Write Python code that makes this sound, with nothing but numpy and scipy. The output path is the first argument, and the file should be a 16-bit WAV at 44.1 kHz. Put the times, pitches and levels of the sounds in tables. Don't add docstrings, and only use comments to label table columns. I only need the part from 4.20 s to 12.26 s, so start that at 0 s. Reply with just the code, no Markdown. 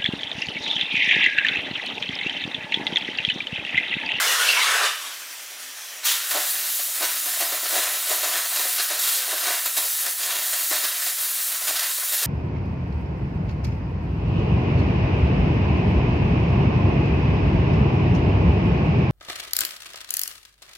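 import sys
import numpy as np
from scipy import signal
from scipy.fft import rfft, irfft, next_fast_len
from scipy.io import wavfile
from scipy.ndimage import uniform_filter1d

SR = 44100
rng = np.random.default_rng(int(sys.argv[2]) if len(sys.argv) > 2 else 0)


def gain_from_decibels(decibels):
    exponent = np.asarray(decibels, float) / 20
    return 10 ** exponent


def to_wav(s):
    ch = np.atleast_2d(s).T
    pcm = np.round(np.clip(ch, -1, 1) * 32767)
    wavfile.write(sys.argv[1], SR, pcm.astype(np.int16))


N = 355446
T = np.arange(N) / SR
QUARTER = SR // 4


def evened(x):
    return x / np.sqrt(np.mean(x ** 2) + 1e-20)


def read(points, hz):
    f, value = np.transpose(points)
    return np.interp(np.log(hz + 1), np.log(f + 1), value)


def colour(x, points):
    size = next_fast_len(N)
    gain = gain_from_decibels(read(points, np.fft.rfftfreq(size, 1 / SR)))
    return irfft(rfft(x, size) * gain, size)[..., :N]


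def level(rows, axis):
    rows = np.array(rows)
    return gain_from_decibels(np.interp(T, rows[:, 0], rows[:, axis], left=-120, right=-120))


def drift(hz):
    return evened(signal.lfilter(*signal.butter(2, hz, fs=SR), rng.standard_normal(N)))


def turbulence(points, patchy_db, flutter_db, flutter_hz):
    real, imag, patches = rng.standard_normal((N // 128 + 5, 257, 3)).T
    patches = uniform_filter1d(patches, size=5, axis=0)
    patches = evened(uniform_filter1d(patches, size=20, axis=1))
    spectra = (real + 1j * imag) * gain_from_decibels(patchy_db * patches)
    noise = signal.istft(spectra, nperseg=512, noverlap=384)[1][:N]
    return evened(evened(colour(noise, points)) * gain_from_decibels(flutter_db * drift(flutter_hz)))


def crackle(per_s, spread_db):
    size = gain_from_decibels(spread_db * np.minimum(rng.exponential(1, N), 4)) * rng.choice([-1., 1.], N)
    return evened(size * (rng.random(N) < per_s / SR))


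def steadied(x, share, size):
    return evened(x / (uniform_filter1d(x ** 2, size=size) + 1e-3) ** (share / 2))


def whistles(rows, share):
    out = np.zeros(N)
    for s, length, hz0, hz1, db in rows:
        n = round(length * SR)
        pole = np.exp(-np.pi * share * hz0 / SR)
        fuzz = rng.standard_normal((SR * 9 // 10, 2)) @ [1, 1j]
        for _ in range(2):
            fuzz = signal.lfilter([1], [1, -pole], fuzz)
        phase = 2 * np.pi * np.cumsum(np.linspace(hz0, hz1, n)) / SR
        tone = (fuzz[-n:] * np.exp(1j * phase)).real
        out[round(s * SR):][:n] += gain_from_decibels(db) * evened(tone) * signal.windows.tukey(n, .6)
    return out


def resonate(x, modes, lift_db=-0.2):
    size = next_fast_len(N)
    hz = np.fft.rfftfreq(size, 1 / SR)
    gain = 1 + sum(gain_from_decibels(db + lift_db) / (1 + (2 * (hz - f) / w) ** 2) for f, w, db in modes)
    return gain_from_decibels(-1.74) * irfft(rfft(x, size) * gain, size)[:N]


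def moves(rows, axis):
    linger = 0.86
    return sum(np.interp(T, [row[0] - row[1], row[0], row[0] + linger * row[1]], [0, row[axis], 0])
               for row in rows)


def bursts(rows, trim_db):
    rise_s, fall_share = 0.0019, 0.17
    out, t = np.zeros(N), T[:QUARTER]
    for s, length, db in rows:
        fall = np.exp(-np.maximum(t - length, 0) / (fall_share * length))
        shape = gain_from_decibels(db + trim_db) * np.minimum(t / rise_s, 1) * fall
        part = out[round(s * SR):][:len(t)]
        part += shape[:len(part)]
    return out


# f/Hz, t60/s
SHED_DECAY = [(300, 0.24), (1500, 0.56), (5000, 0.54), (14000, 0.29)]


def shed(x):
    taps = np.zeros((2, SR))
    at = np.arange(300, SR - 20, 20) + rng.integers(0, 20, (2, (SR - 301) // 20))
    np.put_along_axis(taps, at, rng.choice([-1., 1.], at.shape), 1)
    hz, t, z = signal.stft(taps, SR, nperseg=256)
    decay = gain_from_decibels(-60 * t / read(SHED_DECAY, hz)[:, None])
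    tail = signal.istft(z * decay, SR, nperseg=256)[1]
    return signal.fftconvolve(x[None], tail / np.linalg.norm(tail[0]), axes=1)[:, :N]


# t/s, level/dB
HUM_LEVEL = [(0, -71), (2.2, -71), (4.5, -78), (8.1, -80)]
# multiple of the hum pitch, level/dB
HUM_PARTIALS = [(1, 0), (2, -9), (7 / 3, -8)]


def hum():
    hum_hz, waver_db, waver_hz = 180, 2.5, 2.3
    waver = gain_from_decibels(waver_db * np.sin(2 * np.pi * waver_hz * T + np.sin(5 * T)))
    tones = sum(gain_from_decibels(db) * np.sin(2 * np.pi * k * hum_hz * T) for k, db in HUM_PARTIALS)
    return level(HUM_LEVEL, axis=1) * waver * tones


# t/s, length/s, start f/Hz, end f/Hz, level/dB
MOTOR_WHINES = [
    (1.12, .46, 232, 274, -65),
    (2.75, .45, 255, 300, -63),
    (3.1, .8, 525, 525, -58),
    (4.55, .6, 488, 530, -54),
    (5.1, .7, 528, 525, -60),
]


def motor():
    return whistles(MOTOR_WHINES, share=.005)


# t/s, level/dB
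LEAK_LEVEL = [(0, -24.5), (.9, -37.5), (1.1, -37), (1.3, -37.5), (1.45, -38), (1.55, -38), (1.65, -36),
              (1.83, -38), (8.1, -44.5)]
# f/Hz, level/dB per Hz
LEAK_SPECTRUM = [(150, -32), (215, -29), (270, -15.5), (450, -12.5), (620, -5), (900, -7.5), (1500, -3),
                 (2200, -2), (3100, -3), (4600, -5), (6000, -2.5), (9000, -6.5), (15000, -8), (16500, -21)]
# f/Hz, width/Hz, level/dB
LEAK_LINES = [(1820, 70, -7), (2520, 49, -2.5), (3110, 70, -1.5), (3390, 60, -4), (5780, 140, -12)]


def leak():
    hiss = level(LEAK_LEVEL, axis=1) * turbulence(LEAK_SPECTRUM, 1.7, 0.85, 10.0)
    return gain_from_decibels(1.5) * resonate(hiss, LEAK_LINES)


# t/s, level/dB
SWEEP_LEVEL = [(0.0, -20), (0.03, -21.5), (0.27, -20.5), (0.335, -23), (0.4, -20.5), (0.664, -20),
               (0.76, -43.5), (0.87, -32.5), (0.96, -48)]
# f/Hz, level/dB per Hz
SWEEP_SPECTRUM = [(88, -81), (230, -46), (425, -10), (847, -7.5), (1100, -0.5), (1600, 0), (2350, -4.5),
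                  (3000, -1.5), (4780, -8), (9700, -12), (12800, -19.5), (15600, -34), (16500, -49)]


def sweep():
    return level(SWEEP_LEVEL, axis=1) * gain_from_decibels(-2.0) * turbulence(SWEEP_SPECTRUM, 3.2, 0.82, 57)


# t/s, length/s, start f/Hz, end f/Hz, level/dB
GAP_WHISTLES = [(0, 0.018, 1570, 1530, -21), (.05, .11, 2890, 2850, -26), (.06, 0.11, 1880, 1874, -28),
                (.119, 0.057, 1270, 1346, -31), (.19, 0.045, 1492, 1510, -21),
                (.24, 0.038, 2550, 2650, -30), (.284, 0.028, 2684, 2770, -16), (.31, .13, 2880, 2560, -33),
                (.355, 0.075, 910, 1122, -30), (.36, 0.08, 2300, 2117, -23), (.39, 0.062, 3850, 3850, -25),
                (.414, 0.13, 1340, 1310, -31), (.46, 0.065, 2180, 2234, -27),
                (.487, 0.044, 1800, 1770, -29), (.52, 0.086, 1515, 1450, -30),
                (.6, 0.12, 3640, 3640, -32.5)]
# t/s, length/s, start f/Hz, end f/Hz, level/dB
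EDGE_RUSHES = [
    (0, 0.31, 1510, 1410, -35),
    (.24, .2, 2798, 2450, -25),
    (.24, 0.096, 4320, 4480, -26.5),
    (.36, 0.16, 3510, 3233, -28),
    (.421, 0.3, 1902, 1506, -26),
    (.562, 0.14, 788, 699, -35.5),
    (1.845, 0.11, 3247, 3403, -27),
    (1.85, 0.092, 6070, 6480, -28),
]
# f/Hz, level/dB
EDGE_BALANCE = [(150, -32), (400, 7), (700, -1)]


def edges():
    singing = whistles(GAP_WHISTLES, share=0.072) + whistles(EDGE_RUSHES, share=0.32)
    return colour(singing, EDGE_BALANCE)


# t/s, level/dB
TORCH_AIR = [(1.83, -49), (1.855, -20), (1.92, -24), (2.0, -31.5), (2.09, -28), (2.12, -25), (2.65, -26),
             (3.2, -25.5), (3.4, -27.5), (3.6, -25), (4.2, -27), (4.55, -24), (5.1, -27), (5.7, -24),
             (6.05, -24), (6.45, -24.5), (7.3, -26), (8.06, -26)]
# t/s, rise/s, arc lift/dB, jet lift/dB
ROD_BITES = [(2.171, 0.08, 16, -0.5), (2.6, 0.015, 27, -2), (2.831, 0.026, 19, 0), (3.07, 0.051, 11, 1.5),
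             (3.21, 0.021, 9, 1.2), (3.47, 0.024, 4, -1), (3.562, 0.076, 17.5, 3), (3.68, 0.14, 11.5, -1),
             (3.918, 0.065, 14.5, 4), (4.05, 0.079, 14.5, 2), (4.16, 0.095, 14, 2), (4.37, 0.063, 8, 0.5),
             (4.6, 0.028, 10, -8), (4.72, 0.031, 17, -6), (4.83, 0.08, 0, 3.5), (4.95, 0.089, 0, 5.5),
             (5.12, 0.05, 10.5, -1), (5.289, 0.12, 15.5, 0.5), (5.462, 0.008, 4, 6), (5.58, 0.022, 14, 4),
             (5.87, 0.037, 6, -2), (6.12, 0.18, 6.5, -4.5), (6.53, 0.053, 14.5, 1.5), (6.88, 0.04, -9, 0.5),
             (7.02, 0.045, 2, 2), (7.5, 0.02, 14, 2), (7.63, 0.034, 6.5, -1.5), (7.78, 0.01, 12, 1),
             (7.95, 0.11, -3, 3.5), (8.04, 0.03, 10, 2.5)]
# t/s, rise/s, arc lift/dB, jet lift/dB
ARC_FALTERS = [(2.31, .03, -14, 3.5), (2.57, 0.11, -20, 2), (2.65, 0.065, -27, 1), (2.72, 0.046, -39, 0),
               (3.04, 0.071, -14, -1), (3.42, 0.038, -14, 1), (3.8, 0.059, -3, -1), (4.3, 0.034, -9, 1),
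               (4.68, 0.026, -12, -3), (4.77, 0.03, 3, -5), (5.42, 0.053, -5, -2), (5.53, 0.053, -16, -3),
               (5.73, 0.1, -15, 0.2), (5.95, 0.06, -39, -5.5), (6.49, 0.049, -22, 0.5),
               (6.72, 0.13, 0, -2.5), (6.95, 0.047, -24, -1.5), (7.11, 0.14, -8, 1),
               (7.26, 0.067, -14, 1.5), (7.4, 0.044, -11, -2.5), (7.75, 0.042, -28, 0),
               (7.85, 0.093, -14, 0)]


def torch_feed():
    strike_s, unlit_db = 2.105, -3
    arc_db = moves(ROD_BITES + ARC_FALTERS, axis=2) + unlit_db * (T < strike_s)
    air = level(TORCH_AIR, axis=1) * gain_from_decibels(moves(ROD_BITES + ARC_FALTERS, axis=3))
    return arc_db, air


def valve_blast(push):
    start_s, hold_s, fade_db_per_s = 1.84, 0.06, 92
    return np.clip(push, 0, 1) * gain_from_decibels(-fade_db_per_s * np.maximum(T - start_s - hold_s, 0))


# t/s, thump level/dB, crack level/dB
ARC_FLARES = [(2.108, -31, -30), (2.146, -18, -35), (2.595, -39, -23.5), (2.809, -27, -30),
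              (3.06, -28, -31), (3.204, -20.5, -17), (3.318, -22.5, -20), (3.429, -27, -22),
              (3.524, -23, -25), (3.918, -30, -38), (4.029, -23, -21), (4.359, -32, -19), (4.393, -34, -18),
              (4.451, -32, -25), (4.595, -42, -16.5), (4.702, -28, -23), (4.838, -50, -18),
              (5.078, -31, -38), (5.456, -35, -31), (5.574, -28.5, -26), (6.102, -33, -21),
              (6.151, -39, -25), (6.328, -38, -26), (6.508, -24, -16), (6.637, -36, -16), (6.861, -33, -19),
              (7.319, -43, -33), (7.47, -34, -21.5), (7.594, -40, -27), (7.924, -37, -23)]


def flare(axis, trim_db):
    rise_s, fall_s = 0.0018, 0.033
    out, t = np.zeros(N), T[:QUARTER]
    shape = (1 - np.exp(-t / rise_s)) * np.exp(-t / fall_s)
    for row in ARC_FLARES:
        part = out[round(row[0] * SR):][:len(t)]
        part += gain_from_decibels(row[axis] + trim_db) * shape[:len(part)]
    return out


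# t/s, length/s, level/dB
MELT_SPITS = [(2.1094, 0.011, -20.6), (2.7076, 0.0084, -37), (2.8263, 0.032, -21.5), (2.8496, 0.0025, -27),
              (2.9556, 0.017, -30), (3.2012, 0.026, -27), (3.4555, 0.011, -27.4), (3.6305, 0.0113, -21),
              (3.9067, 0.026, -34), (4.1729, 0.0192, -24.5), (4.2529, 0.0096, -26), (4.3591, 0.0155, -25),
              (4.5795, 0.013, -20.5), (4.5947, 0.014, -20.5), (4.6057, 0.0012, -23.7),
              (4.6976, 0.0226, -26.5), (4.872, 0.02, -23.5), (5.0188, 0.011, -24), (5.1078, 0.0158, -24.1),
              (5.1764, 0.0107, -24.1), (5.2684, 0.014, -29), (5.4577, 0.014, -24.5), (5.5669, 0.018, -23),
              (5.6764, 0.0065, -31), (5.7716, 0.0093, -39), (5.8604, 0.0074, -22), (6.0301, 0.012, -25),
              (6.0567, 0.0077, -26), (6.1013, 0.027, -25.5), (6.1534, 0.0154, -25.4),
              (6.3298, 0.012, -23.5), (6.5653, 0.0063, -26), (6.5642, 0.015, -25.5), (6.6368, 0.02, -28),
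              (6.8177, 0.016, -25.0), (6.8666, 0.012, -28), (7.1769, 0.0163, -32), (7.2624, 0.012, -37),
              (7.3159, 0.011, -25), (7.3567, 0.0114, -33), (7.4765, 0.0052, -22), (7.4692, 0.029, -26),
              (7.5563, 0.017, -22), (7.5924, 0.007, -19), (7.6283, 0.0174, -24.5), (7.7087, 0.011, -28),
              (7.9216, 0.0304, -26), (8.0293, 0.0101, -23.3)]


def melt_spits():
    return bursts(MELT_SPITS, trim_db=-4.5)


# t/s, length/s, level/dB
ARC_POPS = [(2.5941, 0.012, -34), (2.6849, 0.0177, -44.9), (2.8082, 0.035, -26.5), (3.1655, 0.0116, -33),
            (3.2109, 0.014, -30.5), (3.3359, 0.0109, -28), (3.4523, 0.018, -31), (3.5485, 0.018, -25),
            (3.9057, 0.025, -24), (4.252, 0.021, -34.5), (4.3178, 0.0143, -33), (4.3934, 0.0093, -26),
            (4.4502, 0.017, -29), (4.5933, 0.011, -30), (4.6991, 0.022, -30.5), (4.8663, 0.016, -37.5),
            (5.077, 0.01, -35), (5.1235, 0.018, -26), (5.2985, 0.014, -28.3), (5.4539, 0.0175, -33),
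            (5.5734, 0.011, -34), (5.6488, 0.012, -36), (5.8585, 0.026, -36.1), (6.0507, 0.021, -37),
            (6.1506, 0.015, -34), (6.3279, 0.015, -33), (6.5108, 0.0057, -24), (6.5242, 0.017, -36),
            (6.6343, 0.019, -34), (6.8133, 0.0213, -49), (6.8598, 0.013, -34), (6.886, 0.0096, -42),
            (7.3112, 0.015, -45), (7.4111, 0.024, -39), (7.4875, 0.0282, -33), (7.5055, 0.0046, -31),
            (7.7013, 0.0204, -44), (7.7776, 0.013, -36), (7.8254, 0.014, -38), (7.9202, 0.024, -36.5)]


def arc_pops():
    return bursts(ARC_POPS, trim_db=-4.5)


# t/s, peak level/dB
DISCHARGES = [(2.112, -20), (2.827, -19), (4.03, -15), (4.049, -17), (5.459, -14), (5.592, -19),
              (6.102, -19), (6.54, -17), (6.546, -14), (6.638, -15), (7.47, -14), (7.495, -17), (7.56, -20),
              (8.018, -15), (8.031, -12)]


def snaps():
    half_s = 0.000092
    out, u = np.zeros(N), T[:200] / half_s
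    for s, db in DISCHARGES:
        out[round(s * SR):][:len(u)] -= gain_from_decibels(db) * (1 - u) * np.exp(-u)
    return out


# f/Hz, level/dB per Hz
BOOM_SPECTRUM = [(40, 2), (100, -7), (200, -24), (300, -10), (1000, -60)]


def boom(burn):
    return gain_from_decibels(12.0) * burn ** 2 * evened(colour(rng.standard_normal(N), BOOM_SPECTRUM))


# f/Hz, level/dB per Hz
HISS_SPECTRUM = [(1500, -30), (3000, -9), (5000, -6), (8000, 0), (11000, 2), (15500, 2), (16500, -32)]


def torch_hiss(air, crack, spit):
    return (air + 0.28 * crack + 0.25 * spit) * turbulence(HISS_SPECTRUM, 1.4, 0.67, 36)


# f/Hz, level/dB per Hz
SPRAY_SPECTRUM = [(1200, -28.5), (2300, -14), (3200, 0), (4500, -1), (6200, -1), (9000, -4), (16500, -26)]
# t/s, rise/s, spray lift/dB
SPRAY_FANS = [
    (4.88, 0.19, 4.5),
    (5.22, 0.1, 3.5),
    (4.3, .05, 1),
    (6.22, 0.072, -0.5),
    (6.52, 0.034, 0),
    (8.0, .05, 5),
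]


def spray(arc_db, push, blast, crack, spit, current, sparks):
    noise = 0.66 * turbulence(SPRAY_SPECTRUM, 2.5, 0.74, 90)
    noise = noise + 0.6 * evened(colour(sparks, SPRAY_SPECTRUM))
    gain = gain_from_decibels(-35 + 0.42 * arc_db + moves(SPRAY_FANS, axis=2)) * push ** 0.59
    gain = gain + gain_from_decibels(-28.5) * blast
    return np.hypot(np.hypot(gain, crack) * current ** 0.69, 0.9 * spit) * noise


# f/Hz, level/dB per Hz
ROAR_SPECTRUM = [(400, -30.5), (800, -9), (1150, -1), (1800, 0), (2500, -2), (3500, -10.5), (7000, -35)]
# t/s, rise/s, roar lift/dB
ROD_PLUNGES = [
    (2.9, 0.066, 2.5),
    (3.38, 0.1, 4.5),
    (3.67, 0.076, 3.5),
    (4.17, .06, 4),
    (4.6, .04, -4),
    (5.31, 0.11, 3.5),
    (5.87, 0.033, 2),
    (6.65, .05, 2),
    (7.63, 0.055, 4),
    (7.83, 0.034, 9),
]


def roar(arc_db, push, blast, crack, spit, pop, current, sparks):
    noise = 0.72 * turbulence(ROAR_SPECTRUM, 1.1, 0.29, 39)
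    noise = steadied(noise + .5 * evened(colour(sparks, ROAR_SPECTRUM)), share=.6, size=400)
    gain = gain_from_decibels(-39 + 0.45 * arc_db + moves(ROD_PLUNGES, axis=2)) * push ** 0.26
    gain = gain + gain_from_decibels(-35) * blast
    return np.hypot(np.hypot(gain, 0.59 * crack) * current, 0.45 * spit + 0.22 * pop) * noise


# f/Hz, level/dB per Hz
SPUTTER_SPECTRUM = [(120, -47), (230, -52), (300, -8.5), (400, -6.5), (500, -10.5), (580, 1), (730, 3),
                    (860, -11), (1000, -1), (1500, -24), (4000, -32)]


def sputter():
    noise = 0.55 * turbulence(SPUTTER_SPECTRUM, 1.1, .5, 30)
    clicks = evened(colour(crackle(600, 4.8), SPUTTER_SPECTRUM))
    return steadied(noise + 0.37 * clicks, share=.7, size=600)


def arc():
    thump, crack = flare(axis=1, trim_db=-6.0), flare(axis=2, trim_db=-9.5)
    spit, pop = melt_spits(), arc_pops()
    arc_db, air = torch_feed()
    push = air / gain_from_decibels(-26.5)
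    blast = valve_blast(push)
    current = gain_from_decibels(1.4 * drift(57.0))
    sparks = crackle(2500, 2.5)
    burn = np.hypot(np.hypot(gain_from_decibels(-47 + arc_db) * np.sqrt(push), thump) * current, pop)
    melt = spray(arc_db, push, blast, crack, spit, current, sparks)
    groove = roar(arc_db, push, blast, crack, spit, pop, current, sparks)
    return torch_hiss(air, crack, spit) + melt + groove + burn * sputter() + boom(burn) + snaps()


# f/Hz, width/Hz, level/dB
BLADE_MODES = [(1340, 60, -5), (1507, 21, 3), (1818, 114, -1.5), (2004, 30, 1), (2746, 45, 3),
               (3130, 25, -41), (3310, 21, -6), (3834, 180, 0.5), (4210, 57, -2), (4400, 19, 4),
               (4600, 38, 2), (5000, 41, 4), (5400, 22, -14), (6270, 48, -6), (6950, 110, -4.5)]


def blade(x):
    return resonate(x, BLADE_MODES)


# f/Hz, level/dB
PORT_DIFFERENCE = [(150, -40), (500, -37), (1000, -55), (2000, -30), (4000, -28), (8000, -17), (15000, -6)]


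def scene():
    torch = leak() + blade(arc())
    dry = sweep() + edges() + motor() + torch
    tail, other = shed(dry)
    mid = gain_from_decibels(-1.24) * dry + gain_from_decibels(-6.5) * tail
    late = np.roll(torch, shift=QUARTER // 100)
    side = colour(0.2 * late + 0.3 * other, PORT_DIFFERENCE)
    mid = mid + hum()
    return np.array([mid + side, mid - side])


# f/Hz, level/dB
MIC_BAND = [(60, -33), (170, -9.5), (240, -1), (15900, 1), (16150, -70)]
# f/Hz, level/dB per Hz
MIC_NOISE = [(20, -9), (60, -7.5), (150, -10), (300, -5.5), (700, 3.5), (1500, -8), (3000, -9),
             (15900, -13), (16150, -90)]


def microphone(x):
    own = gain_from_decibels(-60.5) * evened(colour(rng.standard_normal((2, N)), MIC_NOISE))
    return colour(x, MIC_BAND) + own


def top_cut(x):
    return signal.sosfilt(signal.butter(12, 16790, fs=SR, output="sos"), x)


def record(dry):
    mix = microphone(dry)
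    return top_cut(mix)


dry = scene()
out = record(dry)
to_wav(out)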